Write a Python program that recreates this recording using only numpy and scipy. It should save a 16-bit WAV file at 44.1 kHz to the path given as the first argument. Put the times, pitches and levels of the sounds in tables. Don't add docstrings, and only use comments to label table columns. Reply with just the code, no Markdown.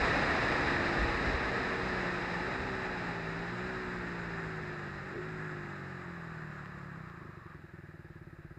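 import sys
import numpy as np
from scipy import signal
from scipy.fft import rfft, irfft
from scipy.io import wavfile
from scipy.ndimage import uniform_filter1d

SR = 44100
rng = np.random.default_rng(int(sys.argv[2]) if len(sys.argv) > 2 else 0)


def generate_wav(sig):
    pcm = np.round(np.clip(np.atleast_2d(sig).T, -1, 1) * 32767).astype(np.int16)
    wavfile.write(sys.argv[1], SR, pcm)


N = 378378
TIME = np.arange(N) / SR
SIZE = 2 ** 19
FREQ = np.maximum(np.arange(SIZE // 2 + 1) * SR / SIZE, 1)
CRUISE_HZ = 60


def undb(db):
    return 10 ** (np.asarray(db) / 20)


def curve(table, at):
    seconds, values = np.transpose(table)
    return np.interp(at, seconds, values)


def swell(at, middle_s, half_s):
    return .5 ** (((at - middle_s) / half_s) ** 2)


def spectrum(points):
    hz, db = np.transpose(points)
    return np.interp(np.log(FREQ), np.log(hz), db)


def resonance(hz, width_hz):
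    detune = (FREQ / hz - hz / FREQ) * hz / width_hz
    return np.maximum(-20 * np.log10(1 + detune ** 2), -100)


def colour(x, db, size=N):
    cepstrum = irfft(np.log(undb(db)))[:SIZE // 2]
    cepstrum[1:] *= 2
    response = np.exp(rfft(cepstrum, SIZE))
    return irfft(rfft(x, SIZE) * response)[:size]


def unit(x, band=(0, SR)):
    inside = rfft(x, SIZE)[(FREQ >= band[0]) & (FREQ <= band[1])]
    power = 2 * np.sum(abs(inside) ** 2) / SIZE / N
    return x / np.sqrt(power)


def walk(rate):
    step = int(SR / rate)
    held = rng.standard_normal(2000)[np.arange(N) // step]
    slow = uniform_filter1d(uniform_filter1d(held, step), step)
    return slow / slow.std()


def clicks(times, sizes):
    at = np.ravel(times) * SR
    keep = (at >= 0) & (at < SIZE - 1)
    at, sizes = at[keep], np.ravel(sizes)[keep]
    before = at.astype(int)
    late = at - before
    return np.bincount(before, sizes * (1 - late), SIZE) + np.bincount(before + 1, sizes * late, SIZE)


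# centre in Hz, width in Hz, height in dB (below zero for a dip).
HOUSING_RESONANCES = [(838, 102, 2), (1272, 150, 3.5), (1815, 380, 8.5), (2800, 210, 2), (2990, 420, -3),
                      (3934, 550, 8.5), (4470, 250, -3), (5027, 810, 9), (7370, 2500, 5.5),
                      (9520, 630, -39)]


def housing():
    return sum(db * .5 ** ((2 * (FREQ - hz) / width) ** 2) for hz, width, db in HOUSING_RESONANCES)


# start in seconds, clutch slip in seconds, top firings per second, hold in seconds, sag in Hz per second.
GEAR_CHANGES = [(0, .05, 75.55, 0, 7.7), (2.36, .12, 63.81, .28, 19), (3.28, .42, 62.92, 0.0095, 11.8),
                (5.09, .13, 52.61, .2, 13.8)]
LOWEST_IN_GEAR_HZ = 35.8
CLUTCH_S, IDLE_HZ, SETTLE_S, IDLE_SAG_HZ_PER_S = 6.883, 22.43, .354, 3.87


def revs():
    hz = np.full(N, float(GEAR_CHANGES[0][2]))
    for start, slip_s, top_hz, hold_s, sag_hz_per_s in GEAR_CHANGES:
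        since = TIME - start
        hz_before = np.interp(start, TIME, hz)
        rise = np.interp(since, [0, slip_s], [hz_before, top_hz])
        sag = sag_hz_per_s * np.maximum(since - slip_s - hold_s, 0)
        hz = np.where(since < 0, hz, rise - sag)
    free_s = np.maximum(TIME - CLUTCH_S, 0)
    settling = (LOWEST_IN_GEAR_HZ - IDLE_HZ) * np.exp(-free_s / SETTLE_S)
    idle = IDLE_HZ + settling - IDLE_SAG_HZ_PER_S * free_s
    return np.where(free_s > 0, idle, np.maximum(hz, LOWEST_IN_GEAR_HZ))


BOOM_DB, BOOM_FADE_DB_PER_HZ = 9, 0.7
BARK_DB, BARK_KNEE_HZ, BARK_FADE_DB_PER_HZ = 9.3, 55, .55
IDLE_BOOM_DB, IDLE_BARK_DB, IDLE_CHUFF_DB, UNLOAD_S = 4.7, 1.6, 3.2, .2
THROTTLE_BOOM_DB, THROTTLE_BARK_DB = -4.5, 8


def strengths(times, hz):
    idling = 1 - np.exp(-np.maximum(times - CLUTCH_S, 0) ** 2 / UNLOAD_S ** 2)
    throttle = sum(opening * swell(times, s, half_s) for s, half_s, _, _, opening in ROUGH_BURSTS)
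    boom_db = BOOM_DB - BOOM_FADE_DB_PER_HZ * np.maximum(hz - CRUISE_HZ, 0)
    boom_db = boom_db + idling * (IDLE_BOOM_DB - boom_db) + THROTTLE_BOOM_DB * throttle
    bark_db = BARK_DB - BARK_FADE_DB_PER_HZ * np.maximum(BARK_KNEE_HZ - hz, 0)
    bark_db = bark_db + idling * (IDLE_BARK_DB - bark_db) + THROTTLE_BARK_DB * throttle
    chuff_db = IDLE_CHUFF_DB + 20 * np.log10(np.maximum(idling, .2))
    return boom_db, bark_db, chuff_db


def stumble(number, times, from_s=7.28, to_s=7.76, poor_db=4.5, rebound_db=.8):
    return np.where(number % 2, poor_db, -rebound_db) * ((times > from_s) & (times < to_s))


# pitch in Hz, level in dB.
SILENCER_SPECTRUM = [(5, -66), (25, -27), (50, -24), (72, -13.5), (100, -9.5), (128, -5.5), (156, 2.5),
                     (172, -0.5), (190, -5.5), (225, -19.5), (280, -52), (530, -45), (850, -52),
                     (2000, -57), (5000, -100)]
# time in seconds, relative speed of sound (a plain factor).
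GAS_HEAT = [(0, 0.93), (1.4, 1.01), (3.2, 1.066), (4.3, 1.05), (5.6, 1.021), (8.58, 0.97)]
BARK_HZ, BARK_WIDTH_HZ = 350, 56
CHUFF_HZ, CHUFF_WIDTH_HZ = 95, 48
SCATTER_DB = 0.23


def exhaust(number, times, hz, jitter_s_per_db=.00005, bark_scatter=1.3):
    boom_db, bark_db, chuff_db = strengths(times, np.interp(times, TIME, hz))
    weak_db = stumble(number, times)
    chance = np.clip(rng.standard_normal((len(times), 3)).T, -2, 2)
    times = times + jitter_s_per_db * SCATTER_DB * chance[0]
    clock = np.cumsum(curve(GAS_HEAT, TIME)) / SR
    times = np.interp(times, TIME, clock, left=-1)
    burn_db = SCATTER_DB * chance[1] - weak_db
    bark_uneven_db = bark_scatter * SCATTER_DB * (chance[1] + chance[2]) / 2
    boom = clicks(times, undb(boom_db + burn_db))
    chuff = clicks(times, undb(chuff_db + burn_db))
    bark = clicks(times, undb(bark_db - 2 * weak_db + bark_uneven_db))
    pipe = colour(boom, spectrum(SILENCER_SPECTRUM), size=SIZE)
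    pipe += colour(chuff, resonance(CHUFF_HZ, CHUFF_WIDTH_HZ), size=SIZE)
    pipe += colour(bark, resonance(BARK_HZ, BARK_WIDTH_HZ), size=SIZE)
    return np.interp(clock * SR, np.arange(SIZE), pipe)


# pitch in Hz, level in dB.
PUFF_SPECTRUM = [(40, -31.5), (130, 10.5), (280, -1.5), (420, -11), (600, -5), (900, -20), (3000, -50.5)]


def puffs(cycle, hz, level_db=-54, db_per_octave=3, decay_s=0.054):
    since_firing_s = (cycle % 1) / hz
    gas = rng.standard_normal(N) * np.exp(-since_firing_s / decay_s)
    puff_db = level_db + db_per_octave * np.log2(hz / CRUISE_HZ)
    return unit(colour(gas, spectrum(PUFF_SPECTRUM))) * undb(puff_db)


def intake(cycle, number, hz, lag_cycles=0.325, scatter_db=2, floor_db=-22, full_db=4.5):
    times = np.interp(number + lag_cycles, cycle, TIME, left=-1, right=-1)
    above_cruise_hz = np.interp(times, TIME, hz) - CRUISE_HZ
    gulp_db = np.clip(4.5 + 1.3 * above_cruise_hz, floor_db, full_db)
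    gulp_db = gulp_db + scatter_db * rng.standard_normal(len(times))
    return colour(clicks(times, undb(gulp_db)), resonance(258, 62))


# pitch in Hz, level in dB.
MACHINERY_SPECTRUM = [(100, -29), (400, -16), (750, -2.5), (1130, 2.5), (1500, 7), (1800, -2), (2200, -6.5),
                      (2700, -13), (3200, -22), (4400, -67), (5800, -35.5), (7300, -26.5), (10500, -51.5),
                      (15000, -48)]


def machinery(cycle, number, hz, level_db=-46, db_per_octave=10, scatter_db=3, chain_db=3, throb_db=1.0, count=36):
    angle, weight = rng.random(count), rng.standard_normal(count)
    times = np.interp(number[:, None] + angle, cycle, TIME, left=-1, right=-1)
    sizes = np.tanh(2 * weight) * undb(scatter_db * rng.standard_normal(times.shape))
    taps = clicks(times, sizes / np.sqrt(np.interp(times, TIME, hz)))[:N]
    tug_db = throb_db * np.sin(2 * np.pi * 2 * cycle)
    chain = rng.standard_normal(N) * undb(tug_db + 2.0 * walk(45))
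    mixed = unit(taps) + undb(chain_db) * unit(chain)
    clatter = colour(mixed, spectrum(MACHINERY_SPECTRUM) + housing())
    clatter = unit(clatter, band=(1100, 2000))
    return clatter * undb(level_db + db_per_octave * np.log2(hz / CRUISE_HZ))


def valve_cover(cycle, hz, level_db=-54, throb_db=3, db_per_octave=6.5):
    rattle = rng.standard_normal(N) * undb(throb_db * np.sin(2 * np.pi * cycle))
    ring = unit(colour(rattle, resonance(1685, 280)))
    return ring * undb(level_db + db_per_octave * np.log2(hz / CRUISE_HZ))


# middle in seconds, half length in seconds, lift in dB.
EDDY_GUSTS = [(.13, .1, 6.5), (1.04, 0.042, 13), (1.332, 0.057, 17.5), (5.2, .2, 3), (7.15, .2, 5),
              (8.4, 0.43, 11)]


def buffeting(rush_db, start_db=-48, follow=0.78):
    gusts_db = sum(db * swell(TIME, s, half_s) for s, half_s, db in EDDY_GUSTS)
    return start_db + follow * (rush_db - rush_db[0]) + gusts_db


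# time in seconds, level in dB before a small trim.
WIND_LEVEL = [(0.0, -36), (0.26, -37.5), (1.55, -41.5), (6.66, -61), (7.79, -70), (8.58, -71)]
# pitch in Hz, level in dB.
RUSH_SPECTRUM = [(20, -13.5), (70, -0.5), (120, -1), (200, -1.5), (330, -1.5), (700, -3.5), (1000, -5.5),
                 (1800, -8), (2500, -8.5), (3200, -21), (4400, -24.5), (5800, -34), (10500, -49.5),
                 (15000, -67)]
# pitch in Hz, level in dB.
BUFFET_SPECTRUM = [(10, -10), (25, 5.5), (55, 17), (80, 7), (130, -5.5), (300, -28), (2000, -71)]


def wind(flutter_db=0.52, gust_db=3.0, rush_trim_db=-0.26):
    rush_db = curve(WIND_LEVEL, TIME)
    flutter = rng.standard_normal(N) * undb(flutter_db * walk(70))
    rush = unit(colour(flutter, spectrum(RUSH_SPECTRUM) + housing()), band=(500, 1000))
    thuds = rng.standard_normal(N) * undb(gust_db * walk(16))
    buffet = unit(colour(thuds, spectrum(BUFFET_SPECTRUM)), band=(20, 55))
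    return rush * undb(rush_db + rush_trim_db) + buffet * undb(buffeting(rush_db))


# start in seconds, end in seconds, pitch in Hz, width in Hz, level in dB.
NARROW_NOTES = [(0, 1.85, 462, 11.5, -48.5), (0, 3.3, 840, 67, -53), (5.7, 7.6, 1163, 270, -58.5)]


def tones(fade_s=0.08):
    out = 0
    for start, end, hz, width_hz, db in NARROW_NOTES:
        note = unit(colour(rng.standard_normal(N), resonance(hz, width_hz)))
        fade = np.clip(np.minimum(TIME - start, end - TIME) / fade_s, 0, 1)
        out = out + note * undb(db) * fade
    return out


# middle in seconds, half length in seconds, level in dB, centre in Hz, throttle from 0 to 1.
ROUGH_BURSTS = [(2.47, .035, -51, 380, .3), (3.063, .037, -44, 270, 0), (3.416, .031, -53, 400, .1),
                (5.16, .046, -48, 380, .9), (7.235, .03, -52, 170, .3)]


def bursts(width_hz=130):
    out = 0
    for s, half_s, db, hz, _ in ROUGH_BURSTS:
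        roar = unit(colour(rng.standard_normal(N), resonance(hz, width_hz)))
        out = out + roar * undb(db) * swell(TIME, s, half_s)
    return out


# time in seconds, peak level in dB.
KNOCK_TIMES = [(4.793, -34.5), (5.288, -38.5), (6.659, -36), (7.099, -41)]
# pitch in Hz, level in dB.
KNOCK_SPECTRUM = [(200, -25), (800, -12), (1250, 0), (1600, -8), (3000, -18), (9000, -48), (15000, -70)]


def knocks():
    s, db = np.transpose(KNOCK_TIMES)
    rings = colour(clicks(s, undb(db)), spectrum(KNOCK_SPECTRUM) + housing())
    return rings * undb(db.max()) / abs(rings).max()


def scene():
    hz = revs()
    cycle = np.cumsum(hz) / SR
    cycle = cycle - np.interp(CLUTCH_S, TIME, cycle)
    number = np.arange(np.floor(cycle[0]), np.ceil(cycle[-1]))
    firings = np.interp(number, cycle, TIME, left=-1)
    engine = exhaust(number, firings, hz) + puffs(cycle, hz)
    engine = engine + intake(cycle, number, hz) + machinery(cycle, number, hz) + valve_cover(cycle, hz)
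    air = wind() + tones()
    return (engine + air + bursts() + knocks())[None]


def record(dry, hiss_db=-82, top_hz=15500):
    hiss = undb(hiss_db) * rng.standard_normal(dry.shape)
    top_cut = signal.ellip(10, .1, 70, top_hz, fs=SR, output="sos")
    return signal.sosfilt(top_cut, dry + hiss)


dry = scene()
out = record(dry)
generate_wav(out)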